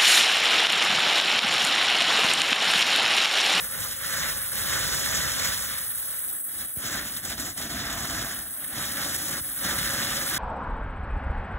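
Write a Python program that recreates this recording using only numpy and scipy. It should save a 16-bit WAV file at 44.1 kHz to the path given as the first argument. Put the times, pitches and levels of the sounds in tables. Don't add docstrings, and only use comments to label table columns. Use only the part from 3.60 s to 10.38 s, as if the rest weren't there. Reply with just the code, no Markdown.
import sys
import numpy as np
from scipy import signal
from scipy.fft import rfft, irfft
from scipy.io import wavfile
from scipy.ndimage import uniform_filter1d

SR = 44100
rng = np.random.default_rng(int(sys.argv[2]) if len(sys.argv) > 2 else 0)


def master(y):
    cut = np.clip(np.atleast_2d(y).T, -1, 1)
    pcm = np.round(cut * 32767)
    wavfile.write(sys.argv[1], SR, pcm.astype(np.int16))


N = 298998
TIME_S = np.arange(N) / SR
HZ = np.maximum(np.arange(N // 2 + 1) * SR / N, 1)

# [t/s, f/Hz, level/dB over the rumble]
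HOLLOW_NOTE = [(0, 538.9, -10), (2.2, 531.6, -17.5), (3.201, 563.7, -17.5), (3.999, 683.5, -13.5),
               (4.802, 679.6, -11), (5.202, 556, -13.5), (6.78, 552, -9.5)]
# [t/s, level/dB before rise and decay, final f/Hz, 60 dB decay time/s]
PUFFS = [(3.169, -17, 69.4, 0.027), (3.244, -22, 108, .04), (5.805, -26.5, 79.7, 0.053)]
# [t/s, level/dB]
ROAR_LEVEL = [(0, -38), (.2, -33.5), (.38, -39.5), (.55, -30), (.7, -31), (.74, -34.5), (.83, -39),
              (.915, -40.5), (.93, -34.5), (1.0, -33), (1.06, -32.5), (1.15, -27.5), (1.27, -30),
              (1.33, -29), (1.42, -31), (1.56, -27.5), (1.74, -30.5), (1.85, -27.5), (1.92, -30),
              (1.96, -34), (2.12, -35), (2.28, -43), (2.55, -42), (2.7, -46.5), (2.88, -48.5), (2.95, -45),
              (3.02, -39.5), (3.08, -47.5), (3.15, -55.5), (3.175, -49), (3.19, -43.5), (3.225, -39),
              (3.24, -35.5), (3.36, -32), (3.53, -41), (3.58, -43), (3.7, -35), (3.85, -36.5),
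              (4.05, -37.5), (4.15, -33.5), (4.62, -33), (4.72, -38.5), (4.8, -42), (4.89, -47),
              (4.97, -49), (5.02, -46), (5.1, -44), (5.19, -32.5), (5.34, -37), (5.42, -32), (5.63, -37),
              (5.78, -34), (5.81, -44), (5.9, -43), (5.97, -39.5), (6.02, -38.5), (6.05, -29.5),
              (6.25, -31.5), (6.5, -28.5), (6.68, -33), (6.78, -29)]
# [t/s, treble level/dB, rumble over roar/dB, upper body over lower/dB,
# upper rumble over deep/dB]
BURN_TONE = [(0, -29.5, -4, -4.5, 1), (.4, -32, -7.5, -2, 0.5), (.85, -29.5, -6.5, -4.5, 1),
             (1.4, -30, -5.5, 3, 4), (1.9, -30.5, -8, -1, 0), (2.3, -29, -6, -3.5, 1),
             (2.6, -29.5, -7.5, -2.5, 6), (2.85, -30, -4.5, -8, 6), (3.0, -31, -5, -1, -2),
             (3.15, -30.5, -3, -4, 6), (3.25, -34.5, -6.5, 3, 5), (3.4, -33.5, -5, -3, 0),
             (3.85, -34.5, -2, 4.5, 0.5), (4.3, -36.5, -3.5, -5, -3), (4.65, -33.5, -4, -2, -1.5),
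             (5.0, -33, -4, -8.5, 3), (5.25, -32, -6.5, -5.5, -0.5), (5.6, -31, -3.5, 2, 2),
             (6.05, -30, -6, -4, -1), (6.78, -30, -7.5, -4, 1)]
# [t/s of deepest point, depth/dB, fall/ms, return/ms, treble share/0-1]
LEVEL_DIPS = [(.075, -6, 36, 160, 0), (1.775, -1.5, 38, 18, 0.6), (2.86, -6, 130, 26, 0),
              (3.07, -5.5, 12, 15, 1), (3.615, -7, 26, 34, 0.6), (3.685, -2.5, 26, 20, 1),
              (3.771, -8.5, 50, 8.2, 0.7), (3.946, -13.5, 56, 40, 0.3), (4.09, -5.5, 23, 8.1, 1),
              (5.818, -4, 15, 36, 0), (5.955, -5, 40, 32, 0.1)]
# [t/s, level/dB before rise and decay]
SPARK_GUSHES = [(.5636, -33), (.684, -26), (.975, -25), (1.095, -26), (1.3309, -35), (1.5374, -38),
                (1.7923, -16), (1.8452, -14), (2.18, -17), (2.681, -26), (2.84, -20), (3.16, -22),
                (3.253, -20), (3.28, -24), (3.3368, -32), (3.535, -21), (3.5648, -11), (3.65, -15),
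                (3.6965, -19), (3.716, -17), (3.775, -33), (3.797, -12), (3.973, -13), (4.013, -18),
                (4.188, -33), (4.301, -25), (4.373, -18), (4.5805, -27), (4.6528, -25), (4.7561, -20),
                (4.788, -21), (4.9636, -21), (5.043, -15), (5.1512, -32), (5.251, -22), (5.282, -24),
                (5.3677, -13), (5.443, -23), (5.545, -12), (5.708, -19), (6.036, -31), (6.1814, -22)]
# [t/s, level/dB before doubling and high-pass]
NEAR_CRACKS = [(3.5449, -17), (3.8987, -19), (4.3296, -14), (4.4985, -14), (4.5466, -16), (4.7908, -18),
               (5.6842, -11), (6.139, -14)]
# [f/Hz, level/dB per Hz]
JET_COLOUR = [(60, -1), (130, -2), (170, -3), (290, -1), (360, -7.5), (460, -11.5), (620, -3.5), (780, 0),
              (940, -2.5), (1100, 0), (1750, -0.5), (2050, -6), (2450, -7.5), (2950, -4), (3600, -2),
              (4400, -2.5), (7800, -3.5), (8100, -2.5), (8800, -2.5), (10500, -5), (12000, -6), (13700, -8),
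              (16000, -8)]
# [f/Hz, likeness/0-1]
PORT_LIKENESS = [(700, 0.94), (1100, 0.8), (1500, 0.95), (2000, 0.85), (2450, 0.35), (2800, 0.72),
                 (3500, 0.86), (4300, 1)]
# [f/Hz, level/dB]
RIGHT_PORT_GAIN = [(500, 0), (800, 6), (1100, 2), (1400, 0.5), (1750, 1.5), (2050, 5.5), (2500, 1),
                   (2900, 0)]
# [f/Hz, lag/rad]
PORT_LAG = [(1100, 0), (1600, .2), (2200, 1.5), (3000, 1.0), (3600, 1.45), (4700, 3.14), (6900, 6.28),
            (15250, 18.85)]
# [f/Hz, level/dB against the direct sound]
FAR_SIDE_LEVEL = [(2500, -24), (3500, -23.5), (5600, -9), (10000, -10), (14000, -10)]

GROUND_ECHO_MS, GROUND_ECHO_DB, GROUND_CUT_HZ = 0.55, -3, 2000
RUMBLE_TOP_HZ, BODY_TOP_HZ = 835, 8000
GUSH_UNIT_DB, GUSH_T60_MS, GUSH_ATTACK_MS = -15, 53, 1.8
SNAPS_PER_S, SNAP_DB, SNAP_SPREAD_DB, SNAP_T60_MS = 40, -12, 2, 30
CRACK_CUT_HZ = 4200
SPARKS_PER_S, SPARK_SPREAD_DB = 1800, 3
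SPARK_DB = -4.5
SPARK_PULL_SHARE = 0.3
WIDE_BASS_MS, WIDE_BASS_LEAD_RAD, WIDE_BASS_TOP_HZ = 2.226, 1, 1035
CENTRED_FROM_S, CENTRED_BY_S, CENTRED_TOP_HZ = 2.64, 2.68, 750
OVERLOAD = 1
LOW_CUT_HZ, CUTOFF_HZ = 45.3, 15730


def from_db(db):
    return 10 ** (np.asarray(db) / 20)


def rms_one(x):
    return x / np.sqrt(np.mean(x ** 2) + 1e-20)


def at_hz(points, axis=np.log):
    hz, value = np.transpose(points)
    return np.interp(axis(HZ), axis(hz), value)


def filtered(x, response):
    return irfft(rfft(x) * response, N)


def below(hz, order):
    return 1 / (1 + (HZ / hz) ** order)


def drift(corner_hz):
    pole = np.exp(-2 * np.pi * corner_hz / SR)
    run_in = 20000
    noise = rng.standard_normal(N + run_in)
    return rms_one(signal.lfilter([1], [1, -2 * pole, pole * pole], noise)[run_in:])


def patchy(x, band, splits_hz, flicker_db, corner_hz, shared_db, tilt_db=0):
    edges = [0] + [below(hz, order=8) for hz in splits_hz] + [1]
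    slopes = np.linspace(-.5, .5, len(edges) - 1)
    total = 0
    for low, high, slope in zip(edges, edges[1:], slopes):
        part = filtered(x, band * (high - low))
        level_db = shared_db + flicker_db * drift(corner_hz) + slope * tilt_db
        total = total + part * from_db(level_db)
    return rms_one(total)


def hollow_note():
    s, hz, level_db = np.transpose(HOLLOW_NOTE)
    phase = 2 * np.pi * np.cumsum(np.interp(TIME_S, s, hz)) / SR
    band = drift(32) * np.cos(phase) + drift(28) * np.sin(phase)
    return from_db(np.interp(TIME_S, s, level_db)) * band


def thumps():
    out = np.zeros(N)
    for s, level_db, hz, t60_s in PUFFS:
        age = np.maximum(TIME_S - s, 0)
        turns = hz * (age + 0.0148 * (1 - np.exp(-age / 0.0017)))
        rise = np.minimum(age / 0.0066, 1)
        out += from_db(level_db - 60 * age / t60_s) * rise * np.sin(2 * np.pi * turns)
    return out


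def level_dips():
    dips_db = np.zeros((2, N))
    for s, depth_db, fall_ms, return_ms, share in LEVEL_DIPS:
        corners_s = [s - fall_ms / 1000, s, s + return_ms / 1000]
        dips_db += np.interp(TIME_S, corners_s, [0, depth_db, 0]) * np.array([[1], [share]])
    return dips_db


def gushes():
    gain = np.ones(N)
    for s, level_db in SPARK_GUSHES:
        age_ms = np.maximum(TIME_S - s, 0) * 1000
        rise = np.minimum(age_ms / GUSH_ATTACK_MS, 1)
        decay = from_db(level_db - GUSH_UNIT_DB - 60 * age_ms / GUSH_T60_MS)
        gain += (TIME_S > s) * decay * rise
    return gain


def snaps():
    sizes = from_db(SNAP_DB + SNAP_SPREAD_DB * np.minimum(rng.exponential(1, N), 4))
    bursts = sizes * (rng.random(N) < SNAPS_PER_S / SR)
    decay = from_db(-60 * 1000 / SNAP_T60_MS / SR)
    return rms_one(1 + signal.lfilter([1], [1, -decay], bursts + 1e-18))


def cracks():
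    s, level_db = np.transpose(NEAR_CRACKS)
    clicks = np.zeros(N)
    clicks[(s * SR).astype(int)] = from_db(level_db)
    high_pass = signal.butter(2, CRACK_CUT_HZ, "high", fs=SR, output="sos")
    return signal.sosfilt(high_pass, 2 * clicks + 1e-18)


def sparks():
    sizes = from_db(SPARK_SPREAD_DB * np.minimum(rng.exponential(1, N), 4))
    signs = np.where(rng.random(N) < SPARK_PULL_SHARE, -1, 1)
    chance = SPARKS_PER_S * from_db(4 * drift(40)) / SR
    clicks = sizes * signs * (rng.random(N) < chance)
    return rms_one(clicks - uniform_filter1d(clicks, size=21))


def fountain():
    dip_db, treble_dip_db = level_dips()
    s, *tone = np.transpose(BURN_TONE)
    treble_db, rumble_db, tilt_db, rumble_tilt_db = (np.interp(TIME_S, s, db) for db in tone)
    body_gain = from_db(np.interp(TIME_S, *np.transpose(ROAR_LEVEL)) + dip_db)
    rumble_gain = body_gain * from_db(rumble_db)
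    treble_gain = from_db(treble_db + treble_dip_db)

    delay = np.exp(-2j * np.pi * HZ * GROUND_ECHO_MS / 1000)
    echo = from_db(GROUND_ECHO_DB) * below(GROUND_CUT_HZ, order=2) * delay
    colour = from_db(at_hz(JET_COLOUR)) * (1 + echo)
    low, up_to_body = below(RUMBLE_TOP_HZ, order=4), below(BODY_TOP_HZ, order=160)

    direct = rng.standard_normal(N) + from_db(SPARK_DB) * sparks()
    indirect = rng.standard_normal((2, N)) * np.hypot(1, from_db(SPARK_DB))
    paths = np.vstack([direct, indirect])
    direct_only = np.array([[1], [0], [0]])
    flicker = drift(48)

    rumble = patchy(paths, colour * low, [250], 1.0, 27.0, 0.52 * flicker, rumble_tilt_db)
    rumble = rumble + hollow_note() * direct_only
    body_splits_hz = [1170, 1540, 2200, 2950, 3730, 4870, 6340]
    body = patchy(paths, colour * (up_to_body - low), body_splits_hz, 2.34, 19.0, 0.41 * flicker, tilt_db)
    treble = patchy(paths, colour * (1 - up_to_body), [9500, 11000, 13000], 1.5, 60.0, 0.7 * flicker)
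    hiss = gushes() * (body_gain * body + treble_gain * snaps() * treble)
    return rumble_gain * rumble + hiss + cracks() * direct_only


def microphones(direct, scattered, far_side):
    alike = np.clip(at_hz(PORT_LIKENESS), 0, 1)
    common = filtered(direct, np.sqrt((1 + alike) / 2))
    opposed = filtered(scattered, np.sqrt((1 - alike) / 2))
    left, right = common + opposed, common - opposed
    lag = np.exp(-1j * at_hz(PORT_LAG, axis=np.asarray))
    right = filtered(right, from_db(at_hz(RIGHT_PORT_GAIN)) * lag)
    far_side = filtered(far_side, from_db(at_hz(FAR_SIDE_LEVEL)))
    left, right = left + filtered(far_side, lag), right + far_side

    bass_phase = WIDE_BASS_LEAD_RAD - 2 * np.pi * HZ * WIDE_BASS_MS / 1000 + 4 * np.pi
    wide = filtered(right, np.exp(1j * below(WIDE_BASS_TOP_HZ, order=12) * bass_phase))
    centred = right + filtered(left - right, below(CENTRED_TOP_HZ, order=16))
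    share = np.interp(TIME_S, [CENTRED_FROM_S, CENTRED_BY_S], [0, 1])
    return np.array([left, (1 - share) * wide + share * centred])


def scene():
    return microphones(*fountain()) + thumps()


def record(dry):
    rounded = OVERLOAD * np.tanh(dry / OVERLOAD)
    high_pass = signal.butter(6, LOW_CUT_HZ, "high", fs=SR, output="sos")
    low_pass = signal.ellip(14, .5, 75, CUTOFF_HZ, fs=SR, output="sos")
    return signal.sosfilt(low_pass, signal.sosfilt(high_pass, rounded))


dry = scene()
out = record(dry)
master(out)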